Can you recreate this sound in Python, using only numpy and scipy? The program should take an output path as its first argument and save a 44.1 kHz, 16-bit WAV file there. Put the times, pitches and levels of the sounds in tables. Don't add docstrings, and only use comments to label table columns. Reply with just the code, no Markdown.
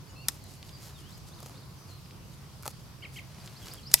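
import sys
import numpy as np
from scipy import signal
from scipy.fft import rfft, irfft, next_fast_len
from scipy.io import wavfile
from scipy.ndimage import uniform_filter1d, map_coordinates

SR = 44100
rng = np.random.default_rng(int(sys.argv[2]) if len(sys.argv) > 2 else 0)


def transcribe(signal):
    frames = np.atleast_2d(signal).T
    limited = np.clip(frames, -1, 1)
    pcm = np.round(limited * 32767).astype(np.int16)
    wavfile.write(sys.argv[1], SR, pcm)


N = 176400
T = np.arange(N) / SR
HIT_T = np.arange(SR // 8) / SR

# start in seconds, level in dB, fracture length in seconds,
# relative ring level in dB, fracture t60 in seconds, relative tail level in dB, tail t60 in seconds.
BITES = [(0.2839, -21, 0.0027, 1, 0.014, -16, 0.04), (3.94, -4.5, 0.0015, -4, 0.0068, -9, 0.019)]


def amp(db):
    return 10 ** (np.asarray(db) / 20)


def unit(x):
    return x / np.sqrt(np.mean(x ** 2) + 1e-20)


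def along(points, hz):
    freqs, values = np.transpose(points)
    return np.interp(np.log(hz + 1), np.log(freqs + 1), values)


def add(track, start, x):
    i = max(round(start * SR), 0)
    track[i:i + len(x)] += x[:len(track[i:])]


def wobble(rate):
    return map_coordinates(rng.standard_normal(int(N * rate / SR) + 4), [T * rate])


def filtered(x, response):
    size = next_fast_len(N + SR // 4)
    return irfft(rfft(x, size) * response(np.fft.rfftfreq(size, 1 / SR)), size)[..., :N]


def panned(x, balance):
    return filtered(x, lambda hz: amp(np.outer([.5, -.5], along(balance, hz))))


def coloured(x, points):
    n = 2 * len(x)
    gain = unit(amp(along(points, np.fft.rfftfreq(n, 1 / SR))))
    cepstrum = irfft(np.log(gain))
    cepstrum[1:n // 2] *= 2
    cepstrum[n // 2 + 1:] = 0
    return irfft(rfft(x, n) * np.exp(rfft(cepstrum)))[:len(x)]


def dying(t60):
    return amp(-60 * HIT_T / t60)


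def burst(envelope):
    x = rng.standard_normal(len(envelope))
    for _ in range(4):
        phase = np.angle(rfft(x * envelope))
        x = irfft(np.exp(1j * phase), len(x))
    return unit(x * np.sqrt(envelope)) * np.sqrt(np.mean(envelope ** 2))


def ringing(modes):
    return sum(amp(db + rng.normal(0, 1)) * rng.choice([-1, 1]) * dying(t60)
               * np.sin(2 * np.pi * hz * HIT_T) for hz, db, t60 in modes)


def rush(spectrum, likeness):
    def mid_side(hz):
        angle = np.arccos(np.clip(along(likeness, hz), -1, 1)) / 2
        return amp(along(spectrum, hz)) * [np.cos(angle), np.sin(angle)]
    mid, side = filtered(rng.standard_normal((2, N)), mid_side)
    return unit(np.array([mid + side, mid - side]))


def swells(rows):
    return np.sqrt(sum((amp(db) * np.exp(-((T - peak) / half) ** 2)) ** 2 for peak, half, db in rows))


def steady(x, window_s=.22):
    power = uniform_filter1d(np.mean(x ** 2, axis=0), round(window_s * SR))
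    power = uniform_filter1d(power, round(window_s * SR / 2))
    return unit(x / np.sqrt(np.abs(power)))


def echo(x, t60):
    t = np.arange(SR // 2) / SR
    tail = rng.standard_normal((2, len(t))) * amp(-60 * t / t60)
    return signal.fftconvolve(x[None], tail / np.linalg.norm(tail[0]), axes=1)[:, :N]


def snaps():
    # frequency in Hz, level in dB.
    horn_colours = [
        [(150, -22), (800, -22), (1150, -31), (1900, 1.5), (2900, -9), (3700, 6), (5500, 9), (7400, 12.5),
         (9500, 6.5), (13000, 8.5), (14200, -5), (15500, -3), (17000, -22)],
        [(150, -31), (1400, -30), (2000, -17), (2900, -9), (3700, -4), (5400, 3.5), (7000, -2.5), (9000, 1),
         (10700, -1), (12600, 7.5), (13400, -12.5), (15300, -7), (17000, -47)],
    ]
    tail_colour = [(200, -10), (1500, 2.5), (5000, 26.5), (9000, 3), (12600, -17), (15000, -10)]
    # frequency in Hz, level in dB, t60 in seconds.
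    bite_modes = [
        [(1365, -9, .022), (1850, -6, .018), (3540, -3, .02), (3775, -3, .022), (5170, 2, .024),
         (5930, -1, .022), (7445, 3, .016), (8275, -1, .014), (8845, 0, .016), (11380, -2, .014),
         (12640, -3, .012)],
        [(640, -20, .035), (800, -18, .035), (970, -15.5, .028), (1975, -14.5, .035), (2620, -11, .02),
         (2930, -18, .02), (3570, -7, .027), (5350, -2.5, .018), (6900, -7, .022), (7995, -7, .03),
         (8462, -8, .03), (8700, -9, .028), (9115, -8, .026), (9670, -6, .028), (11680, 0, .016),
         (12755, 0, .014), (14500, -12, .018)],
    ]
    out = np.zeros(N)
    for bite, colour, modes in zip(BITES, horn_colours, bite_modes):
        start, db, length, ring_db, t60, tail_db, tail_t60 = bite
        tear = burst(np.interp(HIT_T - length, HIT_T, dying(t60)))
        tail = amp(tail_db) * coloured(burst(dying(tail_t60)), tail_colour)
        ring = ringing(modes) * (1 - np.exp(-3 * HIT_T / length))
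        add(out, start, amp(db) * (coloured(tear + tail, colour) + amp(ring_db) * ring))
    return out


def thuds(push_s=.013):
    # thud delay in seconds, level in dB, t60 in seconds, push level in dB.
    jolts = [(0.00283, -33.5, 0.043, -49), (.001, -27.5, 0.048, -32)]
    # frequency in Hz, level in dB.
    thud_colour = [(100, -8), (200, 2), (300, -4), (600, -7), (950, 3.5), (1300, -3), (2000, 1),
                   (3000, -1.5), (8000, -40)]
    out, u = np.zeros(N), HIT_T / push_s
    for (start, *_), (delay, db, t60, push_db) in zip(BITES, jolts):
        add(out, start + delay, amp(db) * coloured(burst(dying(t60)), thud_colour))
        add(out, start, amp(push_db) * (1 - u / 2) * np.exp(-u))
    return out


def cracks(scatter_db=-24, scatter_t60=.018):
    # start in seconds, tick level in dB, knock level in dB before halving, knock pitch ratio.
    small_cracks = [(0.2925, -20, -50, 1.4), (0.2948, -24, -46, 1.3), (0.2982, -28, -44, 1.4),
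                    (1.404, -28, -46, 0.92), (1.428, -30, -37, 0.82), (1.433, -38, -42, 1),
                    (1.461, -27, -37.5, 0.93), (1.469, -32, -53, 0.93), (1.496, -31.5, -40.5, .9),
                    (2.6261, -28, -62, 1), (2.633, -27, -39.5, 1.7), (2.650, -36, -44, 1.7),
                    (2.6564, -19.5, -30, 1.03), (2.6624, -24, -27.5, 1.05), (2.6644, -20, -32, 1.03),
                    (2.6787, -11.5, -25.5, 0.94), (2.696, -41, -64, 1), (2.699, -39, -66, 1),
                    (2.703, -33, -66, 1), (2.707, -29.5, -58, 1), (2.712, -30, -64, 1)]
    # frequency in Hz, level in dB.
    tick_colour = [(200, -10), (1500, -11), (4000, 3), (8000, 3.5), (13000, 4), (16000, -11)]
    # frequency in Hz, level in dB, t60 in seconds.
    hoof_modes = [(270, -33, .035), (430, -21, 0.033), (570, -6, 0.025), (835, 1.5, 0.018),
                  (1025, -11.5, 0.033), (1370, -0.5, 0.022), (1950, -11, 0.018), (2680, -4.5, 0.0059)]
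    out = np.zeros(N)
    for start, tick_db, knock_db, pitch in small_cracks:
        scatter = amp(scatter_db) * dying(scatter_t60) * rng.standard_normal(len(HIT_T))
        tick = coloured((HIT_T == 0) + scatter, tick_colour)
        knock = ringing([(hz * pitch, db, t60) for hz, db, t60 in hoof_modes])
        add(out, start, amp(tick_db) * tick + .5 * amp(knock_db) * knock)
    return out


def taps(half_width_octaves=.49):
    # start in seconds, level in dB, centre in Hz, t60 in seconds.
    contacts = [(0.44, -51.5, 8900, 0.046), (0.539, -50, 6500, 0.023), (.6285, -44, 3420, 0.037),
                (0.692, -50, 3650, 0.088), (1.4298, -46, 5200, 0.023), (1.463, -45.5, 4700, 0.02),
                (2.059, -56.5, 2380, 0.044), (2.109, -49, 2820, 0.032), (3.46, -49.5, 6000, 0.079),
                (3.475, -47, 3300, 0.082), (3.6837, -40, 3800, 0.024), (3.707, -57, 6000, .02),
                (3.7362, -40.5, 10300, 0.043), (3.755, -49, 9000, .015), (3.915, -37.5, 5700, .03),
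                (3.919, -39, 5730, 0.025), (3.9369, -28, 8000, 0.033), (3.9793, -35, 2920, .008)]
    out, hz = np.zeros(N), np.geomspace(100, SR / 2, 40)
    for start, db, centre, t60 in contacts:
        band_db = -10 * np.log10(1 + (np.log2(hz / centre) / half_width_octaves) ** 4)
        add(out, start, amp(db) * coloured(burst(dying(t60)), np.c_[hz, band_db]))
    return out


def rustle(grain_db=3, grains_per_s=450, specks_per_s=520):
    # peak time and half length in seconds, level in dB; rubs add a relative grit level in dB.
    rubs = [(0.336, 0.05, -57, -5), (0.518, 0.063, -58, -7), (0.684, 0.039, -58.5, -6),
            (0.854, 0.059, -54.5, -2), (1.001, 0.029, -56.5, -6), (1.112, 0.039, -59.5, -4),
            (1.18, .008, -57, -1), (1.286, 0.018, -56, -9), (1.464, 0.11, -60.5, -3),
            (1.913, 0.037, -61.5, -3), (2.335, 0.019, -62, -5), (2.677, 0.037, -57, 0),
            (3.164, 0.034, -53.5, -6), (3.47, 0.17, -60, -9), (3.66, 0.049, -55, 0.5),
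            (3.72, 0.11, -56.5, -9), (3.957, 0.04, -46, -9), (3.995, 0.0098, -40, -3)]
    shuffles = [(.34, 0.036, -75), (.85, 0.15, -60.5), (1.46, 0.16, -59.5), (3.45, 0.16, -55.5),
                (3.7, 0.095, -50.5), (3.92, 0.013, -48)]
    # frequency in Hz, level in dB.
    glove_colour = [(150, -20), (500, -7), (1200, -4.5), (2200, 2), (4500, 7), (7500, 5.5), (12500, 2),
                    (15500, -41)]
    grit_colour = [(200, -16), (1500, 0), (4000, -1), (7000, 7), (9000, -13), (12500, 4), (14500, 2),
                   (16000, -9)]
    chaps_colour = [(120, -2), (300, -3.5), (500, -1), (1100, -4), (2000, -7.5), (5000, -11), (12000, -29)]
    grain = unit(amp(grain_db * wobble(grains_per_s)))
    specks = (rng.random(N) < specks_per_s / SR) * rng.uniform(-1.1, 1, N)
    grit = unit(filtered(specks, lambda hz: amp(along(grit_colour, hz))))
    gloves = swells([row[:3] for row in rubs]) * grain * rush(glove_colour, likeness=[(1000, .8)])
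    scratch = swells([(peak, half, db + grit_db) for peak, half, db, grit_db in rubs]) * grit
    chaps = swells(shuffles) * grain * rush(chaps_colour, likeness=[(1000, .9)])
    return gloves + scratch + chaps


def whistle(length, pitches, warble):
    u = np.linspace(0, 1, round(length * SR))
    glide = np.polyval(np.polyfit([0, .5, 1], pitches, 2), u)
    waver = map_coordinates(rng.standard_normal(64), [u * length * 350])
    phase = 2 * np.pi * np.cumsum(glide * (1 + warble * waver)) / SR
    return unit(np.sin(phase) * np.abs(np.sin(np.pi * u)) ** .5)


def birds(flutter_db=1.6):
    # start and length in seconds, first, middle and last pitch in Hz,
    # level in dB before the mix.
    notes = [(0.069, 0.03, 4600, 4480, 4300, -64), (.08, 0.048, 7300, 6850, 6500, -66),
             (.085, 0.033, 2900, 2940, 2770, -65.5), (0.145, 0.11, 4150, 4340, 4650, -60),
             (0.153, 0.06, 2600, 2660, 2720, -57.5), (0.206, 0.054, 2720, 2800, 2330, -58),
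             (0.404, 0.07, 4750, 4150, 3770, -63.5), (0.722, 0.06, 5000, 4740, 4790, -56.5),
             (0.777, 0.055, 4780, 4770, 4850, -64), (0.937, 0.065, 3900, 3550, 2950, -61.5),
             (1.013, 0.1, 2850, 3060, 3850, -62.5), (1.114, 0.03, 3700, 4400, 5440, -57),
             (1.144, 0.018, 5300, 5020, 4700, -57), (1.315, 0.038, 3300, 4100, 5440, -58.5),
             (1.368, 0.032, 5100, 3980, 3330, -63), (1.55, .05, 3450, 4200, 5400, -59.5),
             (1.608, .045, 5100, 3830, 3350, -66), (1.755, 0.1, 6100, 5980, 5950, -68),
             (1.873, 0.078, 5200, 4150, 4550, -60), (2.039, .022, 5700, 5000, 4700, -61),
             (3.396, 0.032, 5100, 4650, 4200, -59), (3.555, 0.032, 3900, 4600, 5400, -54),
             (3.614, 0.035, 3300, 3280, 2710, -57), (3.706, 0.027, 4300, 4800, 5750, -49),
             (3.77, 0.028, 3300, 3250, 2670, -54.5), (3.829, .013, 4900, 4260, 3900, -55.5),
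             (3.855, 0.034, 4150, 5000, 5650, -49)]
    # start in seconds, level in dB.
    chirps = [(3.02, -46), (3.157, -46)]
    # delay and length in seconds, three pitches in Hz, relative dB.
    chirp_parts = [(0, 0.0262, 2450, 3150, 3050, -3.5), (.003, 0.0262, 2250, 2170, 1720, -6),
                   (.026, 0.0174, 3000, 2400, 1980, 0.5), (0, 0.038, 4900, 4330, 3500, -15)]
    song, near = np.zeros((2, N))
    for start, length, *pitches, db in notes:
        add(song, start, amp(db) * whistle(length, pitches, warble=.008))
    song *= amp(flutter_db * wobble(120))
    for start, db in chirps:
        for delay, length, *pitches, part_db in chirp_parts:
            add(near, start + delay, amp(db + part_db) * whistle(length, pitches, warble=.021))
    trees = echo(amp(-3.2) * song + amp(-7) * near, t60=.31)
    return amp(-2) * song + near + trees


def outdoors(air_db=-48.5, rumble_top_hz=260, patchy_db=1.3, hum_db=-55, hum_hz=138, hum_width_hz=6):
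    # frequency in Hz, then in turn level in dB, left-right likeness,
    # or left minus right in dB.
    air_colour = [(15, -23), (25, -32), (45, -7.5), (70, -4.5), (105, -1.5), (170, -6), (250, -16),
                  (320, -16.5), (450, -20.5), (700, -22.5), (1100, -21.5), (1700, -29.5), (3000, -29),
                  (3800, -30), (4800, -26), (6500, -32.5), (12500, -37), (16000, -44.5)]
    likeness = [(30, 0.85), (70, 1), (140, 0.65), (300, 0.8), (700, 0.39), (1500, 0.37), (4000, 0.28),
                (9000, 0.067), (12000, 0.96)]
    balance = [(30, 6), (70, -2), (140, -2.3), (280, -0.5), (550, -0.5), (1200, 1), (8000, -0.5)]
    air = rush(air_colour, likeness)
    rumble = filtered(air, lambda hz: hz < rumble_top_hz)
    hiss_frames = signal.stft(air - rumble, nperseg=512)[2]
    patches = uniform_filter1d(rng.standard_normal(hiss_frames.shape[1:]), size=8, axis=0)
    patches = uniform_filter1d(patches, size=16, axis=1)
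    hiss = signal.istft(hiss_frames * amp(patchy_db * unit(patches)), nperseg=512)[1][:, :N]
    white = rush([(100, 0)], likeness)
    hum = steady(filtered(white, lambda hz: 1 / (1 + ((hz - hum_hz) / hum_width_hz) ** 2)))
    bed = amp(air_db) * (rumble.std() * steady(rumble) + hiss) + amp(hum_db) * hum
    return panned(bed, balance)


def scene():
    # frequency in Hz, then side against centre in dB (width)
    # or left minus right in dB (balance).
    width = [(150, -10), (600, -12), (1300, -13), (5000, -15), (9000, -14), (12000, -26)]
    balance = [(150, -2), (600, -0.5), (1200, 2.5), (2500, 0), (5000, 1), (11000, -1)]
    tool = snaps() + thuds() + cracks() + taps()
    side = filtered(tool, lambda hz: -1j * amp(along(width, hz)))
    close = panned(np.array([tool + side, tool - side]), balance)
    yard = amp(-17.5) * echo(tool, t60=.1)
    return close + yard + rustle() + birds() + outdoors()


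def record(dry, top_hz=16000):
    return filtered(np.clip(dry, -1, 1), lambda hz: 1 / np.sqrt(1 + (hz / top_hz) ** 120))


dry = scene()
out = record(dry)
transcribe(out)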